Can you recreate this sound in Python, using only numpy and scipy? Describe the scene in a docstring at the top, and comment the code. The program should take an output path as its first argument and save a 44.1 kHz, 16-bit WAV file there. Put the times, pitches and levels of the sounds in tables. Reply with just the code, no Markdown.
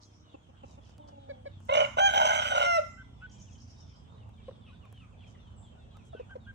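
"""A rooster off to the right crows hoarsely: two beating membranes and hissing air drive a windpipe.
Before the crow it clucks twice; chickens cluck, moan and yelp as gliding stacks of partials, and peep as single tones.
Beaks, claws and brushed feathers are filtered noise bursts; a songbird trills in short rising whistles.
A far propeller engine drones past as sinking overtones, over a noise bed of rumble and rustling trees."""
import sys
import numpy as np
from scipy import signal
from scipy.fft import rfft, irfft
from scipy.io import wavfile
from scipy.ndimage import uniform_filter1d

SR = 44100
rng = np.random.default_rng(int(sys.argv[2]) if len(sys.argv) > 2 else 0)


def dump(signal):
    """Clip the signal to [-1, 1] and save it as 16-bit WAV at the path in sys.argv[1]."""
    limited = np.clip(np.atleast_2d(signal).T, -1, 1)
    pcm = np.round(limited * 32767).astype(np.int16)
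    wavfile.write(sys.argv[1], SR, pcm)


N = 288414

# A far propeller engine passing over. Each row: time in seconds, turns per second in Hz, level in dB.
ENGINE_PASS = [(0, 33.8, -64.5), (.5, 33.61, -68), (2, 31.28, -56), (3.3, 29.29, -61), (5, 26.58, -63.5),
               (6.54, 24.58, -61)]
# What reaches the yard of its overtones. Each row: frequency in Hz, gain in dB.
DRONE_GAIN = [(55, -1), (90, 2.5), (112, 6), (140, -11), (185, -10.5), (220, -0.5), (300, -16)]
# Upper overtones, heard only at first. Each row: multiple of the turning rate, level in dB.
WHINE_TONES = [(9, -71), (11, -77), (14, -76.5), (18, -76)]
# How near the engine's rumble sounds. Each row: time in seconds, level in dB (only the changes count).
RUMBLE_NEARNESS = [(0, -66), (0.799, -57.5), (2.203, -56), (5.502, -54.5), (6.54, -55.5)]
# Colour of the air. Each row: frequency in Hz, relative level per Hz in dB.
AIR_COLOUR = [(25, -29.5), (65, 9.5), (109, -4), (176, -8), (237, -16.5), (354, -20), (978, -22.5),
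              (2020, -36.5), (3260, -36.5), (4380, -48.5), (6200, -43.5), (9020, -49.5), (10300, -79.5),
              (15000, -66)]
# Likeness of the air's two sides. Each row: frequency in Hz, correlation from -1 to 1.
AIR_LIKENESS = [(60, 1), (180, 0.6), (550, -0.17), (1650, -0.36), (4970, -0.21), (15000, 0.45)]
# Balance of the air's two sides. Each row: frequency in Hz, left over right in dB.
AIR_LEAN = [(60, 0), (180, -8), (550, -2), (1650, -1.5), (4970, 4.5), (15000, -14)]
# The songbird's rising notes. Each row: start in seconds, length in seconds,
# top pitch in Hz before WHISTLE_RATIO, level in dB.
TRILL_NOTES = [(0, 0.044, 6870, -67), (0.105, 0.05, 6360, -71), (0.167, 0.027, 6360, -72),
               (3.288, 0.049, 7840, -63.5), (3.379, 0.037, 7270, -62), (3.478, 0.054, 6980, -66.5),
               (3.579, 0.032, 6320, -59.5), (3.673, 0.024, 6124, -56.5), (3.76, 0.037, 6070, -62),
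               (3.859, 0.028, 6010, -67), (3.93, 0.024, 5920, -68.5)]
# The songbird's thin high calls. Each row: start in seconds, length in seconds,
# start and end pitch in Hz before WHISTLE_RATIO, level in dB.
HIGH_CALLS = [(2.875, 0.045, 6020, 7900, -73), (5.56, 0.045, 8785, 7390, -71)]
# Beaks and claws on dry ground. Each row: start in seconds, click level in dB, click centre in Hz, thud level in dB.
STEP_TICKS = [(0.894, -68, 5600, -46), (0.981, -55, 5170, -50), (1.088, -72, 5200, -47.5),
              (1.604, -61.5, 6400, -46), (1.653, -65, 11200, -60), (4.2925, -69, 8950, -49),
              (4.5108, -66, 2300, -42), (4.854, -68, 8200, -44), (4.9264, -57, 9000, -42),
              (5.97, -57.5, 5040, -41), (6.3095, -73, 4100, -39)]
# Feathers and grass brushed. Each row: start in seconds, length in seconds, centre in Hz, level in dB.
BRUSHES = [(0, 0.072, 4660, -60.5), (0.623, 0.18, 5660, -68), (0.787, 0.19, 5200, -70.5),
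           (1.065, 0.044, 4970, -65), (1.541, 0.4, 6400, -67.5), (3.172, 0.12, 2540, -70),
           (4.435, 0.08, 3060, -69), (5.237, 0.13, 5800, -71), (6.032, 0.078, 6700, -70.5)]
# The clearest falling peeps. Each row: start in seconds, length in seconds,
# start and end pitch in Hz before WHISTLE_RATIO, mid-note level in dB.
CLEAR_PEEPS = [(.282, 0.086, 3700, 2400, -68), (.82, 0.056, 3680, 2870, -68), (.97, 0.083, 3490, 2790, -73),
               (1.49, 0.13, 3800, 3080, -69.5), (3.15, 0.23, 3570, 2888, -69),
               (3.331, 0.09, 3380, 3000, -68), (3.32, 0.117, 2530, 2410, -74),
               (3.421, 0.098, 3700, 2210, -67), (3.51, 0.064, 3460, 3000, -66.5),
               (3.81, 0.14, 3810, 3310, -70.5), (3.85, 0.13, 3240, 3110, -71.5),
               (4.065, 0.092, 3740, 3680, -69.5), (4.155, 0.076, 3650, 2790, -74),
               (4.2, .045, 3050, 2720, -71), (4.32, .11, 3860, 2196, -70), (4.52, 0.053, 3550, 3220, -71.5),
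               (4.602, 0.11, 3735, 2350, -65.5), (4.66, 0.04, 2800, 2297, -60),
               (4.715, 0.024, 2840, 2650, -75), (4.37, .05, 2450, 2300, -71), (4.4, 0.063, 3400, 3100, -73),
               (4.805, 0.056, 3110, 2280, -63.5), (4.92, 0.14, 3396, 2146, -61),
               (5.119, 0.034, 2850, 2270, -65), (5.16, 0.15, 3590, 3060, -65.5),
               (5.18, 0.077, 3495, 2100, -61.5), (5.345, 0.019, 2140, 1780, -60.5),
               (5.38, 0.12, 3680, 3000, -66), (5.62, 0.076, 3700, 3010, -62.5),
               (5.77, 0.091, 3760, 3150, -71.5), (5.98, 0.054, 2790, 2240, -65.5),
               (5.9, 0.055, 3470, 3060, -67.5), (5.79, 0.078, 2800, 2680, -73),
               (6.075, 0.18, 3980, 2130, -66.5), (6.13, 0.086, 2850, 2570, -63),
               (6.105, 0.13, 3550, 2240, -66.5), (6.29, 0.05, 3640, 3170, -79),
               (6.392, 0.094, 3940, 3100, -68.5)]
# Clucks of each bird. 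Each row: start in seconds, level in dB, mid pitch in Hz, length in seconds,
# left lag in samples.
CLUCK_NOTES = {"low": [(.3385, -46, 271, 0.022, 29), (.485, -56, 267, 0.025, 25),
               (.6305, -45, 273, 0.022, 22.6), (.7725, -52.5, 287, 0.029, 22)],
               "rooster": [(1.2885, -38.5, 566, 0.038, 26), (1.4535, -39, 565, 0.033, 25.5)],
               "soft": [(4.4805, -38.5, 535, 0.019, 4.8), (4.5085, -54, 425, 0.015, 21),
               (6.1305, -46, 654, 0.02, 26.7), (6.1485, -41, 439.4, 0.0049, 15),
               (6.1935, -38, 495, 0.024, 25), (6.3535, -38.5, 501, 0.02, 22)]}
# Overtones of each clucking bird. Each row: multiple of the pitch, relative level in dB.
CLUCK_TONES = {"rooster": [(1, 0), (2, -26), (3, -18), (4, -17), (5, -38), (6, -36), (7, -25), (8, -28.5)],
               "low": [(1, 3), (2, 3), (3, 2.5), (4, -8), (5, -21), (9, -20), (10, -11)], "soft": [(1, -2),
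               (2, -18), (3, -43)]}
# Overtones of the moan. Each row: multiple of the pitch, relative level in dB.
MOAN_OVERTONES = [(1, -7.5), (2, -3), (3, -2.5)]
# The crow, one table a syllable. Each row: time in seconds, effort in dB, pitch in Hz, roughness from 0 to 1,
# level of the lower membrane against the upper in dB, lift of everything above 1200 Hz in dB.
CROW_SYLLABLES = [
    [(1.685, -48, 673, 0.36, 10, 7), (1.692, -28.5, 683.7, 0.31, 14.5, 0),
     (1.729, -25, 695.4, 0.23, 11.5, 2.5), (1.74, -22, 706.3, 0.82, 7.5, 5.5),
     (1.835, -21, 705, 0.53, 11, 2), (1.855, -36, 684, 0.45, 14.5, 14.5), (1.88, -37, 742, 0.6, -2.5, -1)],
    [(1.966, -67, 749.3, 0.7, 2, 0), (1.972, -28.5, 748, 0.6, 2.5, -8), (1.992, -19.5, 765, 0.55, -2, 3),
     (2.014, -21, 787.1, 0, -26, -2), (2.07, -20.5, 800.5, 0.05, -28, 9), (2.09, -26.5, 762.7, 0.2, -10, 8),
     (2.125, -32, 765, 0.55, -25.5, 3), (2.165, -21.5, 775.5, 0.47, -12.5, 0.5),
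     (2.3, -23.5, 780.4, 0.49, -8, 3), (2.49, -33.5, 736, 0.6, 8, 14.5), (2.55, -24.5, 711.8, 0.6, 0.5, 2),
     (2.65, -25, 694.5, 0.35, -1.5, 8.5), (2.68, -24.5, 698.5, 0.01, -26.5, 3.5),
     (2.77, -24, 671.7, 0.01, -52, 7), (2.795, -21.5, 602.5, 0.08, -42, -7.5),
     (2.815, -60, 560, 0.08, -29, -16)],
]
# Multiples of the crow's pitch that stay faint.
WEAK_PARTIALS = (5, 7, 10, 11)
# Windpipe resonances. Each row: centre in Hz, width in Hz, gain in dB.
WINDPIPE_PEAKS = [(599.6, 75, 2.5), (802, 210, -8), (954, 138, 4), (1440, 136, -3), (2100, 192, -5),
                  (3000, 297, 0.5), (3740, 114, -11), (5050, 710, -15), (6200, 1870, -17),
                  (8080, 240, -25.5), (8920, 470, -28), (12270, 1480, -30), (15100, 900, -46.5)]
# Dark bands between the resonances. Each row: centre in Hz, half width in Hz, depth from 0 to 1.
DARK_BANDS = [(1702, 30, 1.0), (3360, 45, 0.6), (4530, 200, 1.0),
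              (5200, 500, 0.72), (10020, 1290, 1.0), (13900, 2400, 0.75)]
# The crow's balance at the two sides. Each row: frequency in Hz, left over right in dB.
CROW_SHADOW = [(60, 13), (110, -17.5), (200, -16.5), (380, -4), (700, -1), (1290, 1.5), (2380, -10.5),
               (4400, 2), (8120, -0.5), (15000, 1)]
# Yelps of a near bird. Each row: start in seconds, length in seconds, top pitch in Hz,
# sag by the end in Hz, level in dB.
YELP_NOTES = [(2.969, 0.058, 1568, 39, -47.5), (3.213, 0.054, 1507, 8.8, -42.5),
              (4.665, 0.06, 1435, 460, -63.5), (4.717, 0.034, 1520, 36, -63),
              (4.826, 0.051, 1224, 220, -60.5), (5.003, 0.063, 1386, 200, -63),
              (5.76, 0.046, 1474, 30, -67.5), (5.943, 0.036, 1364, 143, -58),
              (6.143, 0.046, 1543, 47, -54.5), (6.294, 0.048, 1645, 140, -47),
              (6.464, 0.051, 1643, 87, -46)]
# Decay of the yard's echoes. 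Each row: frequency in Hz, relative t60 (each source scales it to seconds).
YARD_DECAY = [(500, 0.31), (1300, 0.78), (2000, 1), (3000, 0.53), (5400, 1), (8000, 0.96)]

WHINE_FADE_S = 0.6
WHISTLE_RATIO = 0.97  # every whistle sounds this far below its written pitch
TRILL_START_HZ = 4300  # before WHISTLE_RATIO
CLICK_T60_S, THUD_T60_S = .014, .026
FLOCK_DB = -70.5  # the shallowest peeps of the birds further off
BODY_DB, BODY_T60_S = -1, 0.051  # the dull thump of the chest, against its cluck
MOAN_S, MOAN_END_S, MOAN_DB, MOAN_FADE_DB = 0.97, 1.5, -53, -5.5
MOAN_HZ, MOAN_SAG_HZ_PER_S = 303, 110
LOWER_RATIO, SCOOP, SCOOP_S = .825, 0.17, .025  # the lower membrane's pitch against the upper; it starts flat
WEAK_DB, EIGHTH_DB = -7, 8.5  # the faint partials, and the eighth, which rings out
JOLTS_PER_S, JOLT_DEPTH = 42, .4  # typical rate, which wanders; greatest depth as a share
RASP_DB = 7  # rms swing of a fully rough voice's bands at 4 kHz
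RAISE, LOW_HZ, HIGH_HZ = 1.0325, 705, 795  # lower resonances climb by RAISE as the pitch goes from LOW to HIGH
CROW_LAG = 22  # samples by which left lags
YELP_SCOOP, YELP_RISE_S = 0.116, 0.0093  # share of the pitch leapt, and the time it takes
LEAD_S, LEAD_RATIO, LEAD_DB = 0.012, .87, -11.5  # a husky lower note, before its noise and swell, leads each yelp
EDGE_HZ = 16400


def amp(db):
    """Decibels to gain."""
    return 10 ** (np.asarray(db) / 20)


def evened(x):
    """Scales to unit rms."""
    return x / np.sqrt(np.mean(x ** 2) + 1e-20)


def read(points, hz):
    """Looks a table up on a log-frequency axis."""
    f, value = np.transpose(points)
    return np.interp(np.log(hz + 1), np.log(f + 1), value)


def curves(rows):
    """Joins the rows of a table by straight lines, sample by sample."""
    s, *columns = np.transpose(rows)
    t = np.arange(s[0], s[-1], 1 / SR)
    return [t] + [np.interp(t, s, c) for c in columns]


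def wander(size, hz):
    """Noise of unit rms, low-passed at hz so that it drifts no faster."""
    b, a = signal.butter(2, hz / SR * 2)
    return evened(signal.lfilter(b, a, rng.standard_normal(size + 2000))[2000:])


def bandpass(order, low_hz, high_hz, x):
    """Keeps one band of a sound."""
    return signal.lfilter(*signal.butter(order, [low_hz, high_hz], "band", fs=SR), x)


def add(mix, s, sound, lag=0):
    """Places a sound that reaches the left microphone lag samples after the right one."""
    for channel, late in zip(mix, (lag / 2, -lag / 2)):
        part = channel[max(round(s * SR + late), 0):][:len(sound)]
        part += sound[:len(part)]


def stack(hz, tones):
    """Partials that ride on one pitch curve, silent above half the sample rate."""
    turn = 2 * np.pi * np.cumsum(hz) / SR
    return sum(amp(db) * np.sin(k * turn) * (k * hz < SR / 2) for k, db in tones)


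def engine():
    """Steady overtones of the propeller, each wavering slowly in strength."""
    t, hz, db = curves(ENGINE_PASS)
    drone = 0
    for k in range(2, 11):
        level_db = db + read(DRONE_GAIN, k * hz) + 3.2 * wander(len(t), 2.8)
        drone = drone + stack(hz, [(k, level_db)])
    whine = stack(hz, WHINE_TONES) * np.clip(1 - (t / WHINE_FADE_S) ** 4, 0, 1)
    out = np.zeros((2, N))
    add(out, 0, drone + whine, lag=14.)
    return out


def air():
    """Patchy noise: the rumble follows the engine's nearness, the hiss of the trees only a little."""
    frames, hz = N // 256 + 5, np.fft.rfftfreq(1024, 1 / SR)
    a, b, c, d, patches = rng.standard_normal((frames, 513, 5)).T
    patches = evened(uniform_filter1d(uniform_filter1d(patches, 10, 0), 14, 1))
    patch_db = np.interp(hz, [150, 500, 5000], [.8, 2.4, 3.])[:, None] * patches

    s, db = np.transpose(RUMBLE_NEARNESS)
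    near_db = np.interp(np.arange(frames) * 256 / SR, s, db) - db.max()
    share = np.interp(hz, [170, 400, 2000], [1, .45, .15])[:, None]
    level_db = read(AIR_COLOUR, hz)[:, None] + share * near_db + patch_db

    # The right side blends the left noise with noise of its own.
    same = np.clip(read(AIR_LIKENESS, hz), -1, 1)[:, None]
    left = a + 1j * b
    right = same * left + np.sqrt(1 - same ** 2) * (c + 1j * d)
    lean = read(AIR_LEAN, hz)[:, None] / 2
    z = np.array([left, right]) * amp([lean, -lean]) * amp(level_db)
    return amp(-53.5) * evened(signal.istft(z, nperseg=1024, noverlap=768)[1][:, :N])


def whistles(rows, waver, bend, husk, fade, lags=0, swell_db=0):
    """Single gliding tones that flutter in strength and may swell; fast noise breaks up the husky ones."""
    out = np.zeros((2, N))
    for (s, length, hz, end_hz, db), lag in zip(rows, lags + np.zeros(len(rows))):
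        u = np.linspace(0, 1, round(length * SR))
        pitch = (hz + (end_hz - hz) * u ** bend) * (1 + waver * wander(len(u), 90))
        tone = stack(pitch, [(WHISTLE_RATIO, db + swell_db * (u - .5))])
        flutter = amp(2.87 * wander(len(u), 62))
        breath = 1 - husk + husk * wander(len(u), 800)
        add(out, s, tone * flutter * breath * signal.windows.tukey(len(u), fade), lag)
    return out


def songbird():
    """A husky trill of rising notes, and two thin high calls, one rising and one falling."""
    notes = [(s, length, TRILL_START_HZ, top_hz, db) for s, length, top_hz, db in TRILL_NOTES]
    trill = whistles(notes, waver=.02, bend=.5, husk=.45, fade=.55)
    return trill + whistles(HIGH_CALLS, waver=0.0056, bend=.6, husk=0, fade=0.13)


def steps():
    """Ticks pair a click burst with a dull thud; rustles are swells of crackly band noise."""
    out = np.zeros((2, N))
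    for s, db, hz, thud_db in STEP_TICKS:
        t = np.arange(500) / SR
        blow = rng.standard_normal((2, len(t))) + 6.4 * (t == 0)  # a sharp first contact, then grit
        click = amp(db - 60 * t / CLICK_T60_S) * bandpass(1, hz * .7, hz * 1.4, blow[0])
        thud = amp(thud_db - 60 * t / THUD_T60_S) * bandpass(2, 330, 1250, blow[1])
        add(out, s, click + thud)
    for s, length, hz, db in BRUSHES:
        size, start = round(length * SR), round(s * SR)
        grains = rng.standard_normal((2, size)) * amp(3.4 * wander(size, 400))
        brush = amp(db) * evened(bandpass(2, hz / 1.19, hz * 1.255, grains)) * np.hanning(size)
        out[:, start:start + size] += brush[:, :N - start]
    return out


def flock():
    """Clear peeps over birds further off that peep at random; the deeper their fall, the fainter."""
    s, top, fall, length, side = rng.random((240, 5)).T
    start_hz = 3100 + 1000 * top
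    end_hz = 2800 + 900 * top - 1050 * fall
    rows = np.transpose([s * N / SR, .06 + .09 * length, start_hz, end_hz, FLOCK_DB - 8 * fall])
    clear = whistles(CLEAR_PEEPS, waver=.011, bend=1.8, husk=.25, fade=.4, swell_db=6)
    return clear + whistles(rows, waver=.016, bend=1.7, husk=.3, fade=.6, lags=40 * side - 20)


def clucks():
    """Short notes of arching pitch with a puff of air, over a decaying noise thump of the chest."""
    out = np.zeros((2, N))
    for bird, rows in CLUCK_NOTES.items():
        for s, db, hz, length, lag in rows:
            u = np.linspace(-1, 1, round(length * SR))
            arch = hz * (1 - 0.052 * u ** 2 - 0.031 * u)
            note = evened(stack(arch, CLUCK_TONES[bird])) + 0.049 * wander(len(u), 2700)
            add(out, s, amp(db) * note * signal.windows.tukey(len(u), .7), lag)
            t = np.arange(0, BODY_T60_S, 1 / SR)
            body = evened(bandpass(2, hz * 0.84, hz * 1.28, rng.standard_normal(len(t))))
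            add(out, s, amp(db + BODY_DB - 60 * t / BODY_T60_S) * body, lag)
    return out


def moan():
    """A drawn-out chicken note of three partials that sags in pitch and quavers in strength."""
    out = np.zeros((2, N))
    t = np.arange(0, MOAN_END_S - MOAN_S, 1 / SR)
    level_db = MOAN_DB + MOAN_FADE_DB * t / t[-1] + 4.3 * wander(len(t), 38)
    note = stack(MOAN_HZ - MOAN_SAG_HZ_PER_S * t, MOAN_OVERTONES) * amp(level_db)
    add(out, MOAN_S, note * signal.windows.tukey(len(t), .15), lag=25.8)
    return out


def windpipe(hz):
    """Gain of the windpipe: resonances, the top ones steep-sided, with dark bands between."""
    pipe = 0
    for f, width, db in WINDPIPE_PEAKS:
        steepness = 2 + 2 * (f > SR / 4)
        pipe = pipe + amp(db) / (1 + ((hz - f) / width * 2) ** steepness)
    # the valleys are not empty
    pipe = pipe + amp(-30.0) * (hz / 500) ** 2 / (1 + (hz / 500) ** 2) / (1 + (hz / 4200) ** 6)
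    for dark_hz, width, depth in DARK_BANDS:
        pipe = pipe * (1 - depth / (1 + ((hz - dark_hz) / width) ** 2))
    return pipe


def membranes(t, upper, rough, lower_db):
    """Two membranes beat against each other; roughness makes them falter, jolt and let air hiss through."""
    size = len(t)
    shake = 1 + 0.0388 * rough * wander(size, 82.5)
    upper_hz = upper * shake
    lower_hz = upper_hz * LOWER_RATIO * (1 - SCOOP * np.exp((t[0] - t) / SCOOP_S))
    tones = [(k, -3. * np.log2(k) + EIGHTH_DB * (k == 8) + WEAK_DB * (k in WEAK_PARTIALS)) for k in range(1, 24)]
    lower_tones = [(k, -5. * np.log2(k) - 5.8 * (k % 3 == 0)) for k in range(1, 9)]
    high_swing = evened(stack(upper_hz, tones[:2]))
    low_swing = evened(stack(lower_hz, lower_tones))
    top = stack(upper_hz, tones[2:])

    # each swing passes through zero when very rough
    falter = [1 - 1.3 * rough + .9 * rough * wander(size, 95) for _ in range(3)]
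    # the upper partials break up on their own
    top_break = falter[2] * (1 - rough) + 0.53 * rough * wander(size, 390)
    # air escapes at each opening
    puffs = .4 + 2 * np.exp(-(np.cumsum(upper_hz) / SR % 1) * 4)
    hiss = 1.41 * rough * rng.standard_normal(size) * puffs
    drive = high_swing * falter[0] + amp(lower_db) * low_swing * falter[1] + 0.5 * top * top_break + hiss

    # a rough voice catches and lets go in uneven jolts
    jolts = np.exp(-2 * (np.cumsum(JOLTS_PER_S * amp(5 * wander(size, 30))) / SR % 1))
    return drive * (1 + JOLT_DEPTH * np.minimum(2 * rough, 1) * (2 * jolts - 1))


def rasp(voice, t, rough):
    """Each band of a rough voice swells and chokes on its own, more so in the treble."""
    f, s, z = signal.stft(voice, SR, nperseg=512, noverlap=384)
    patches = uniform_filter1d(rng.standard_normal(z.shape), size=3, axis=0)
    patches = evened(uniform_filter1d(patches, size=17, axis=1))
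    treble = np.clip(f / 4000, .3, 1.3)[:, None]
    z = z * amp(RASP_DB * np.interp(s, t - t[0], rough) * treble * patches)
    return signal.istft(z, SR, nperseg=512, noverlap=384)[1][:len(t)]


def syllable(rows):
    """The membranes sound through a windpipe whose lower resonances climb with the pitch."""
    t, effort_db, upper, rough, lower_db, bright_db = curves(rows)
    rough = np.clip(rough, 0, 1)
    spectrum = rfft(membranes(t, upper, rough, lower_db))
    hz = np.fft.rfftfreq(len(t), 1 / SR)
    slack = irfft(spectrum * windpipe(hz), len(t))
    tense = irfft(spectrum * windpipe(np.where(hz < 4000, hz / RAISE, hz)), len(t))
    voice = slack + (tense - slack) * np.clip((upper - LOW_HZ) / (HIGH_HZ - LOW_HZ), 0, 1)
    high = irfft(rfft(voice) * (hz > 1200), len(t))
    voice = rasp(voice + high * (amp(bright_db) - 1), t, rough)
    # the effort alone sets the slow level
    level = np.sqrt(uniform_filter1d(voice ** 2, size=2600) + 1e-12)
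    return amp(effort_db) * voice / level * signal.windows.tukey(len(t), 0.002 / (t[-1] - t[0]))


def rooster():
    """The crow reaches the right first; the microphone housing shades some bands of the left side."""
    crow = np.zeros((2, N))
    for rows in CROW_SYLLABLES:
        add(crow, rows[0][0], syllable(rows), lag=CROW_LAG)
    lean = read(CROW_SHADOW, np.fft.rfftfreq(N, 1 / SR)) / 2
    return irfft(rfft(crow) * amp([lean, -lean]), N)


def yelps():
    """Near-pure notes from a close bird: a husky lead-in, a leap up, a swell, a sag."""
    out = np.zeros((2, N))
    for s, length, top_hz, sag_hz, db in YELP_NOTES:
        t = np.arange(0, length, 1 / SR)
        hz = top_hz * (1 - YELP_SCOOP * np.exp(-(t / YELP_RISE_S) ** 2)) - sag_hz * t / length
        swell = np.sin(np.pi * (t / length) ** 2.0) ** 0.36
        add(out, s, stack(hz, [(1, db), (2, db - 17.5)]) * swell, lag=4.5)
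        lead_hz = top_hz * LEAD_RATIO * (1 + 0.0066 * wander(len(t), 90))
        lead = stack(lead_hz, [(1, db + LEAD_DB), (2, db + LEAD_DB - 6.0)])
        husk = 0.56 + 0.24 * wander(len(t), 300)
        add(out, s - LEAD_S, lead * husk * np.hanning(len(t)), lag=4.5)
    return out


def yard(x, seconds_scale):
    """Sparse echoes of random sign from sheds and trees, each band dying at its own speed."""
    taps = np.zeros((2, SR))
    at = np.arange(700, SR - 20, 20) + rng.integers(0, 20, (2, (SR - 701) // 20))
    np.put_along_axis(taps, at, rng.choice([-1., 1.], at.shape), 1)
    hz, t, z = signal.stft(taps, SR, nperseg=256)
    t60 = seconds_scale * read(YARD_DECAY, hz)[:, None]
    tail = signal.istft(z * amp(-60 * t / t60), SR, nperseg=256)[1]
    return signal.fftconvolve(x, tail / np.linalg.norm(tail[0]), axes=1)[:, :N]


def scene():
    """Each source with its share of yard echo: little on the near birds, much on the songbird and flock."""
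    trees, peeps = songbird(), flock()
    ground = clucks() + moan() + steps()
    crow, near = rooster(), yelps()
    mix = air() + engine()
    mix += trees + amp(8.0) * yard(trees, 0.33)
    mix += peeps + amp(-3.0) * yard(peeps, 0.3)
    mix += ground + amp(-14.0) * yard(ground, 0.39)
    mix += crow + amp(-9.0) * yard(crow, 0.62)
    mix += near + amp(-21.0) * yard(near, .4)
    return mix


def record(dry):
    """The microphones lose the deepest bass; then a steep low-pass takes all above EDGE_HZ."""
    thin = signal.sosfilt(signal.butter(4, 42., "high", fs=SR, output="sos"), dry)
    low_pass = signal.firwin(511, EDGE_HZ, window=("kaiser", 9), fs=SR)
    return signal.oaconvolve(thin, low_pass[None], "same")


dry = scene()
out = record(dry)
dump(out)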